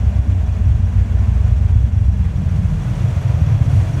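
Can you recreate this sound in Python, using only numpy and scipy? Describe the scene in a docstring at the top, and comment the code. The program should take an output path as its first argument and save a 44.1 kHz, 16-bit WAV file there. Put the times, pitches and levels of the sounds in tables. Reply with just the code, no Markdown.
"""A V8 with a lumpy cam idles in a garage, heard from the seat of a stripped car.
Its uneven exhaust pulses excite the resonances of the bare cabin while the speed hunts, with hard
thumps and misfires among them. The pipes growl; the engine bay hisses, ticks once a turn and rattles.
Halfway through, the listener turns from the steering wheel past the footwell to the open door:
the boom rises in pitch and the hiss opens up."""
import sys
import numpy as np
from scipy import signal
from scipy.fft import rfft, irfft
from scipy.io import wavfile

SR = 44100
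rng = np.random.default_rng(int(sys.argv[2]) if len(sys.argv) > 2 else 0)


def materialize(psi):
    """Save the field psi as 16-bit PCM at rate SR to the path in sys.argv[1].

    A 1-D psi becomes a single channel; in a 2-D psi each row is a channel.
    """
    bounded = np.clip(np.atleast_2d(psi).T, -1, 1)
    quanta = np.round(bounded * 32767).astype(np.int16)
    wavfile.write(sys.argv[1], SR, quanta)


N = 176400
TIME = np.arange(N) / SR
FIRST_FIRING_TURN = 0.82

# Path of the listener. Each row: time in seconds, place (0 wheel, 1 footwell, 2 door).
LISTENER_PLACE = [(0, 0.033), (2.08, 0), (2.36, 0.54), (2.65, 0.54), (3.15, 1.83), (4, 1.8)]
# Hard firings. Each row: time of the crest in seconds, relative peak level in dB.
HARD_FIRINGS = [(0.074, -2), (0.163, -5.5), (0.195, -2), (0.298, -5), (0.329, -8), (0.669, -3.5),
                (0.697, -2), (0.754, 0.5), (0.965, -4.5), (1.018, -1.5), (1.152, -3), (1.234, -8),
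                (1.291, -1), (1.324, -2.5), (1.409, -4.5), (1.451, -1), (1.491, -3), (1.525, 0.5),
                (1.618, -5.5), (1.656, -2.5), (1.705, -4), (1.727, -3), (1.765, 2), (1.812, -2),
                (1.845, -2), (1.976, -1), (2.021, -3), (2.202, -3.5), (2.462, -8.5), (2.595, -2),
                (2.654, -3.5), (3.171, -2.5), (3.302, -3), (3.345, -4), (3.37, -6.5), (3.422, 2.5),
                (3.492, -7), (3.527, -3.5), (3.617, 0.5), (3.683, -1.5), (3.737, -2), (3.772, -4),
                (3.8, -6.5)]


def exhaust(turns, strength_spread=0.21, jitter_s=0.0005, crossover_hz=150.5, muffler_hz=704):
    """Pulsating flow: four uneven firings a turn, with turbulent puffs, lie below a steady roar of gas."""
    # One bank is much nearer. Each entry: strength of a cylinder in dB, in firing order.
    cylinder_db = [-12.5, -2.5, -3, -12.5, 0, -22.5, -8, -3]
    # Misfires weaken the pulses for a moment. 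Each row: time in seconds, dip in dB.
    misfires = [(.232, -7), (0.382, -5), (.505, -3), (.575, -16), (0.913, -9.5), (1.073, -20), (1.255, -8),
                (1.874, -12.5), (2.629, -1.5), (2.722, -4.5), (2.82, -6.5), (3.855, -3), (3.927, -14.5)]
    fired_s = crank_times(turns, FIRST_FIRING_TURN, per_turn=4)
    count = len(fired_s)
    heard_s = fired_s + 0.013   # the boom takes time to build up
    misfire_db = sum(db * bump(heard_s, at, width_s=0.018) for at, db in misfires)
    # A thump takes its firing's place.
    gaps = np.prod([1 - bump(heard_s, at, width_s=0.0079) for at, _ in HARD_FIRINGS], axis=0)
    strengths = from_db(np.resize(cylinder_db, count)) + strength_spread * rng.standard_normal(count)
    train = clicks(fired_s + jitter_s * rng.standard_normal(count), gaps * from_db(misfire_db) * strengths)
    puffs = from_db(-8) * rms_one(bursts(train, decay_s=0.0099))
    rumble = from_db(-8) * rng.standard_normal(N)
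    pulses = butterworth(puffs + rumble - rms_one(train), 3, crossover_hz, "low")
    roar = from_db(2.5) * butterworth(rng.standard_normal(N), 3, [crossover_hz, muffler_hz], "band")
    return pulses + roar


def cabin_boom(gas):
    """Standing waves: the cabin reinforces different frequencies of the exhaust at each place."""
    # Cabin response at three places. Each row: frequency in Hz, relative gain in dB.
    at_wheel = [(8, -45.5), (20, -20.5), (34, -18.5), (50, -9), (64, -1.5), (76, -3.5), (90, 5), (122, -16),
                (160, -21), (188, -19), (232, -22.5), (268, -37.5), (302, -30), (340, -64.5), (600, -68.5)]
    at_footwell = [(8, -67), (20, -24.5), (32, -17), (42, 8.5), (51, 9), (66, -7.5), (84, 1.5), (105, 2),
                   (150, 2.5), (192, -3), (250, -29.5), (298, -29), (360, -33.5), (600, -68.5)]
    at_door = [(8, -77), (20, -40), (32, -13), (48, -7.5), (68, -5), (97, 7.5), (132, 3), (185, -21.5),
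               (240, -18), (300, -29), (360, -36), (600, -58)]
    # Swell of the boom. Each row: time in seconds, gain in dB.
    boom_level = [(0, -15), (.5, -15.5), (.85, -15), (1.3, -14), (1.7, -16), (2.1, -15), (2.33, -17),
                  (2.55, -13), (2.8, -18.5), (3.05, -16), (3.45, -15), (3.75, -17), (3.87, -17), (4, -13)]
    place, = in_time(LISTENER_PLACE)
    level_db, = in_time(boom_level)
    boom = 0
    for station, response in enumerate((at_wheel, at_footwell, at_door)):
        nearness = np.clip(1 - abs(place - station), 0, 1)
        boom += nearness * colour(gas, response)
    return from_db(level_db) * boom


def thumps(wheel_hz=76.2, door_rise_hz=22.3, gain_db=-2.52):
    """Impulse response: each hard firing is one low, band-limited thud, higher toward the door."""
    out, impulse = np.zeros(N + SR), signal.unit_impulse(SR // 8)
    place, = in_time(LISTENER_PLACE)
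    for s, db in HARD_FIRINGS:
        at = int(s * SR)
        thud = band(impulse, wheel_hz + door_rise_hz * place[at] / 2, edge_ratio=1.485, order=4)
        crest = np.argmax(abs(thud))
        start = at - crest
        out[start:start + len(thud)] += from_db(db + gain_db) * thud / thud[crest]
    return out[:N]


def growl(turns, puff_s=0.0055):
    """Pipe resonance: the puff of every firing excites the hollow modes of the manifold and pipes."""
    # Each row: frequency in Hz, relative level in dB, t60 in seconds.
    pipe_modes = [(578.6, -0.5, 0.16), (632, -3, 0.14), (695.6, -6, 0.2), (722, -6, 0.2),
                  (789.4, -7.5, 0.17)]
    # Each row: time in seconds, level in dB.
    growl_level = [(0, -42.5), (.7, -49.5), (1, -48.5), (1.5, -48), (2.2, -53), (2.7, -52), (3.05, -46),
                   (3.5, -41.5), (4, -46)]
    fired_s = crank_times(turns, FIRST_FIRING_TURN, per_turn=4)
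    train = clicks(fired_s, np.ones(len(fired_s)))
    rings = sum(from_db(db) * rms_one(ring(bursts(train, puff_s), hz, t60)) for hz, db, t60 in pipe_modes)
    level_db, = in_time(growl_level)
    return from_db(level_db) * rms_one(band(rings, hz=660, edge_ratio=1.38, order=2))


def rush(turns, low_cut_hz=320, flutter_db=0.82, throb_db=0.5):
    """Turbulence: fan, belts and intake make broadband noise that throbs slightly with the crank."""
    # Spectra through the cabin and the door. Each row: frequency in Hz, relative density in dB.
    cabin_spectrum = [(200, -14.5), (340, -2), (420, 5), (500, -4.5), (590, -0.5), (740, -0.5), (900, -3.5),
                      (1150, -5), (1260, -8.5), (1630, -7), (2000, -9.5), (2850, -13), (3150, -15.5),
                      (4250, -21.5), (5300, -23), (6100, -20.5), (7200, -22), (10500, -32.5),
                      (15500, -40.5)]
    door_spectrum = [(200, -2), (340, -6), (500, -1), (690, -2), (830, -6.5), (980, -6.5), (1410, -10),
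                     (2100, -12), (3090, -17.5), (3680, -21), (5150, -25.5), (6400, -22.5), (9440, -34),
                     (11300, -35.5), (15500, -42.5)]
    # Each row: time in seconds, gain through the cabin in dB, gain through the door in dB.
    path_gains = [(0, -41.5, -60), (.85, -42, -54), (1.2, -41, -53), (1.6, -41, -64), (2.15, -45, -48.5),
                  (2.55, -45.5, -42.5), (2.95, -51.5, -37.5), (3.5, -49, -38), (3.8, -79, -37),
                  (4, -36, -38.5)]
    # Narrow rings of panels and pulleys. Each row: frequency in Hz, relative level in dB, t60 in seconds.
    panel_modes = [(297.6, -10.5, 0.6), (463.6, -14, 0.14), (790, -19.5, 0.062), (972, -17, 0.15),
                   (1104, -30, 0.065), (1460, -21, 0.047), (1604, -27, .07), (2442, -22, 0.082),
                   (6300, -42, .07)]
    air = 0
    for gain_db, spectrum in zip(in_time(path_gains), (cabin_spectrum, door_spectrum)):
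        hiss = colour(rng.standard_normal(N), spectrum)
        hiss = rms_one(butterworth(hiss, 4, low_cut_hz, "high"))
        rings = sum(from_db(db) * rms_one(ring(rng.standard_normal(N), hz, t60))
                    for hz, db, t60 in panel_modes)
        air += from_db(gain_db) * (hiss + rings)
    return air * from_db(flutter_db * drift(hz=16) + throb_db * np.cos(2 * np.pi * turns))


def valves_and_belt(turns, tick_turn=0.54, clink_turns=(0.27, 0.46), spread_db=1.5):
    """Impact noise: valves tick and clatter and the belt drive clinks, less shielded toward the door."""
    # Valve gear and duller belt drive. Each row: frequency in Hz, relative level in dB, t60 in seconds.
    valve_modes = [(5660, -58, 0.045), (5740, -55.5, 0.06), (6230, -64, .035), (6475, -63.5, .045),
                   (11170, -68.5, .028), (11360, -69.5, .028)]
    belt_modes = [(3370, -48.5, 0.062), (2746, -50.5, 0.038), (1628, -50.5, 0.025), (1130, -61.5, 0.031)]
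    # Dense clatter of the valve train. Each row: frequency in Hz, relative density in dB.
    clatter_spectrum = [(400, 8.5), (650, -6), (1200, -14), (2600, 4.5), (4500, -14), (6800, -16.5),
                        (10000, -20.5), (15500, -49.5)]
    impact_s = crank_times(turns, tick_turn, per_turn=8)
    impacts = clicks(impact_s, from_db(spread_db * rng.standard_normal(len(impact_s))))
    clatter = from_db(-54.5) * colour(bursts(impacts, decay_s=0.0096), clatter_spectrum)
    clinks = sum(ticking(turns, first, belt_modes) for first in clink_turns) / 2
    ticks = ticking(turns, tick_turn, valve_modes)
    place, = in_time(LISTENER_PLACE)
    shielding_db = -12 + 3 * place
    return from_db(shielding_db) * (clatter + ticks + clinks)


def ticking(turns, first_turn, modes, jitter_s=0.0008, spread_db=1.5):
    """Modal ringing: one contact a turn, scattered by the engine bay, excites each mode unevenly."""
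    contact_s = crank_times(turns, first_turn, per_turn=1)
    out = 0
    for hz, db, t60 in modes:
        struck_s = contact_s + jitter_s * rng.standard_normal(len(contact_s))
        train = clicks(struck_s, from_db(spread_db * rng.standard_normal(len(struck_s))))
        scatter = from_db(4) * rms_one(bursts(train, decay_s=0.02))
        drive = butterworth(rms_one(train) + scatter, 1, [0.9 * hz, 1.1 * hz], "band")
        out += from_db(db) * rms_one(ring(drive, hz, t60))
    return out


def knocks(decay_s=0.044, edge_ratio=1.5):
    """Scattering: the engine bay blurs each knock of a loose part into a dying band of noise."""
    # Each row: start in seconds, centre frequency in Hz, initial level in dB.
    loose_knocks = [(.98, 1600, -44), (1.185, 1070, -42.5), (2.245, 1470, -45), (2.485, 1500, -43.5),
                    (2.88, 1470, -45), (3.465, 1300, -42)]
    out = 0
    for s, hz, db in loose_knocks:
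        rattle = bursts(clicks(np.array([s]), np.ones(1)), decay_s)
        power_in_band = 2 * hz * (edge_ratio - 1 / edge_ratio) / SR
        out += from_db(db) * band(rattle, hz, edge_ratio, order=2) / np.sqrt(power_in_band)
    return out


def tink(start_s=2.968, peak_db=-49):
    """Free vibration: a small metal part, touched once, rings in a single damped mode."""
    return ring(clicks(np.array([start_s]), from_db([peak_db])), hz=8730, t60=0.06)


def garage():
    """Diffuse field: engine noise that fills the garage grows as the listener nears the door sill."""
    # Each row: frequency in Hz, relative density in dB.
    room_spectrum = [(60, -43.5), (170, 1.5), (270, -3.5), (350, -3.5), (450, -27), (1000, -26.5),
                     (4000, -32.5), (9000, -33), (15500, -53.5)]
    # Each row: time in seconds, level in dB.
    room_level = [(0, -67), (2.6, -43.5), (3.1, -40.5), (3.5, -48), (3.75, -36), (4, -39)]
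    level_db, = in_time(room_level)
    return from_db(level_db) * colour(rng.standard_normal(N), room_spectrum)


def crank_times(turns, first_turn, per_turn):
    """Phase locking: times in seconds of an event that recurs at equal steps of crank angle."""
    steps = np.arange(-2 * per_turn, turns[-1] * per_turn)   # begin one engine cycle early
    return np.interp(first_turn + steps / per_turn, turns, TIME)


def clicks(times_s, sizes):
    """Impulse train with the given times and sizes."""
    out = np.zeros(N)
    inside = (times_s > 0) & (times_s < (N - 1) / SR)
    np.add.at(out, (times_s[inside] * SR).astype(int), sizes[inside])
    return out


def bursts(train, decay_s):
    """Exponential decay: each impulse becomes a dying burst of noise."""
    envelope = signal.lfilter([1], [1, -np.exp(-1 / (decay_s * SR))], train + 1e-18)
    return envelope * rng.standard_normal(N)


def ring(x, hz, t60):
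    """Damped oscillator: a unit impulse starts a sine of height 1 that falls 60 dB in t60 seconds."""
    radius, angle = from_db(-60 / (t60 * SR)), 2 * np.pi * hz / SR
    return signal.lfilter([0, np.sin(angle)], [1, -2 * radius * np.cos(angle), radius ** 2], x + 1e-18)


def colour(x, response, size=2 ** 14):
    """Minimum-phase filtering by a response in Hz and dB; the result has rms 1."""
    hz, db = np.transpose(response)
    bin_hz = np.maximum(np.arange(size // 2 + 1) * SR / size, 1)
    gain = from_db(np.interp(np.log(bin_hz), np.log(hz), db))
    cepstrum = irfft(np.log(gain))
    cepstrum[1:size // 2] *= 2   # folding the cepstrum makes the filter causal
    cepstrum[size // 2 + 1:] = 0
    impulse_response = irfft(np.exp(rfft(cepstrum)))
    return rms_one(signal.fftconvolve(x, impulse_response)[:N])


def butterworth(x, order, hz, kind):
    """Maximally flat filter: low-, high- or band-pass."""
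    return signal.sosfilt(signal.butter(order, hz, kind, fs=SR, output="sos"), x)


def band(x, hz, edge_ratio, order):
    """Band-pass with its geometric centre at hz."""
    return butterworth(x, order, [hz / edge_ratio, hz * edge_ratio], "band")


def drift(hz):
    """Random fluctuation: low-passed noise with rms 1."""
    return rms_one(butterworth(rng.standard_normal(N + SR), 2, hz, "low")[SR:])


def bump(s, at, width_s):
    """Gaussian window of height 1 around a moment."""
    return np.exp(-0.5 * ((s - at) / width_s) ** 2)


def in_time(rows):
    """Linear interpolation of each column after the time to every sample."""
    s, *columns = np.transpose(rows)
    return [np.interp(TIME, s, column) for column in columns]


def from_db(db):
    """Decibels to amplitude ratio."""
    return 10 ** (np.asarray(db) / 20)


def rms_one(x):
    """Normalisation to rms 1."""
    return x / np.sqrt(np.mean(x ** 2) + 1e-20)


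def scene():
    """Superposition: all sources add in one channel, and the crank paces those that repeat."""
    # The hunting idle. Each row: time in seconds, speed in turns per minute.
    engine_speed = [(0, 1004), (.35, 977), (.75, 886), (1.1, 899), (1.5, 994), (1.85, 1002), (2.2, 933),
                    (2.5, 941), (2.85, 894), (3.25, 945), (3.6, 1019), (4, 1034)]
    rpm, = in_time(engine_speed)
    turns = np.cumsum(rpm) / 60 / SR
    firing = cabin_boom(exhaust(turns)) + thumps() + growl(turns)
    engine_bay = rush(turns) + valves_and_belt(turns) + knocks()
    return (firing + engine_bay + tink() + garage())[None]


def record(dry):
    """Band limiting: a steep elliptic low-pass removes the highest treble."""
    cutoff_hz = 15800
    return signal.sosfilt(signal.ellip(10, 0.1, 80, cutoff_hz, fs=SR, output="sos"), dry)


dry = scene()
out = record(dry)
materialize(out)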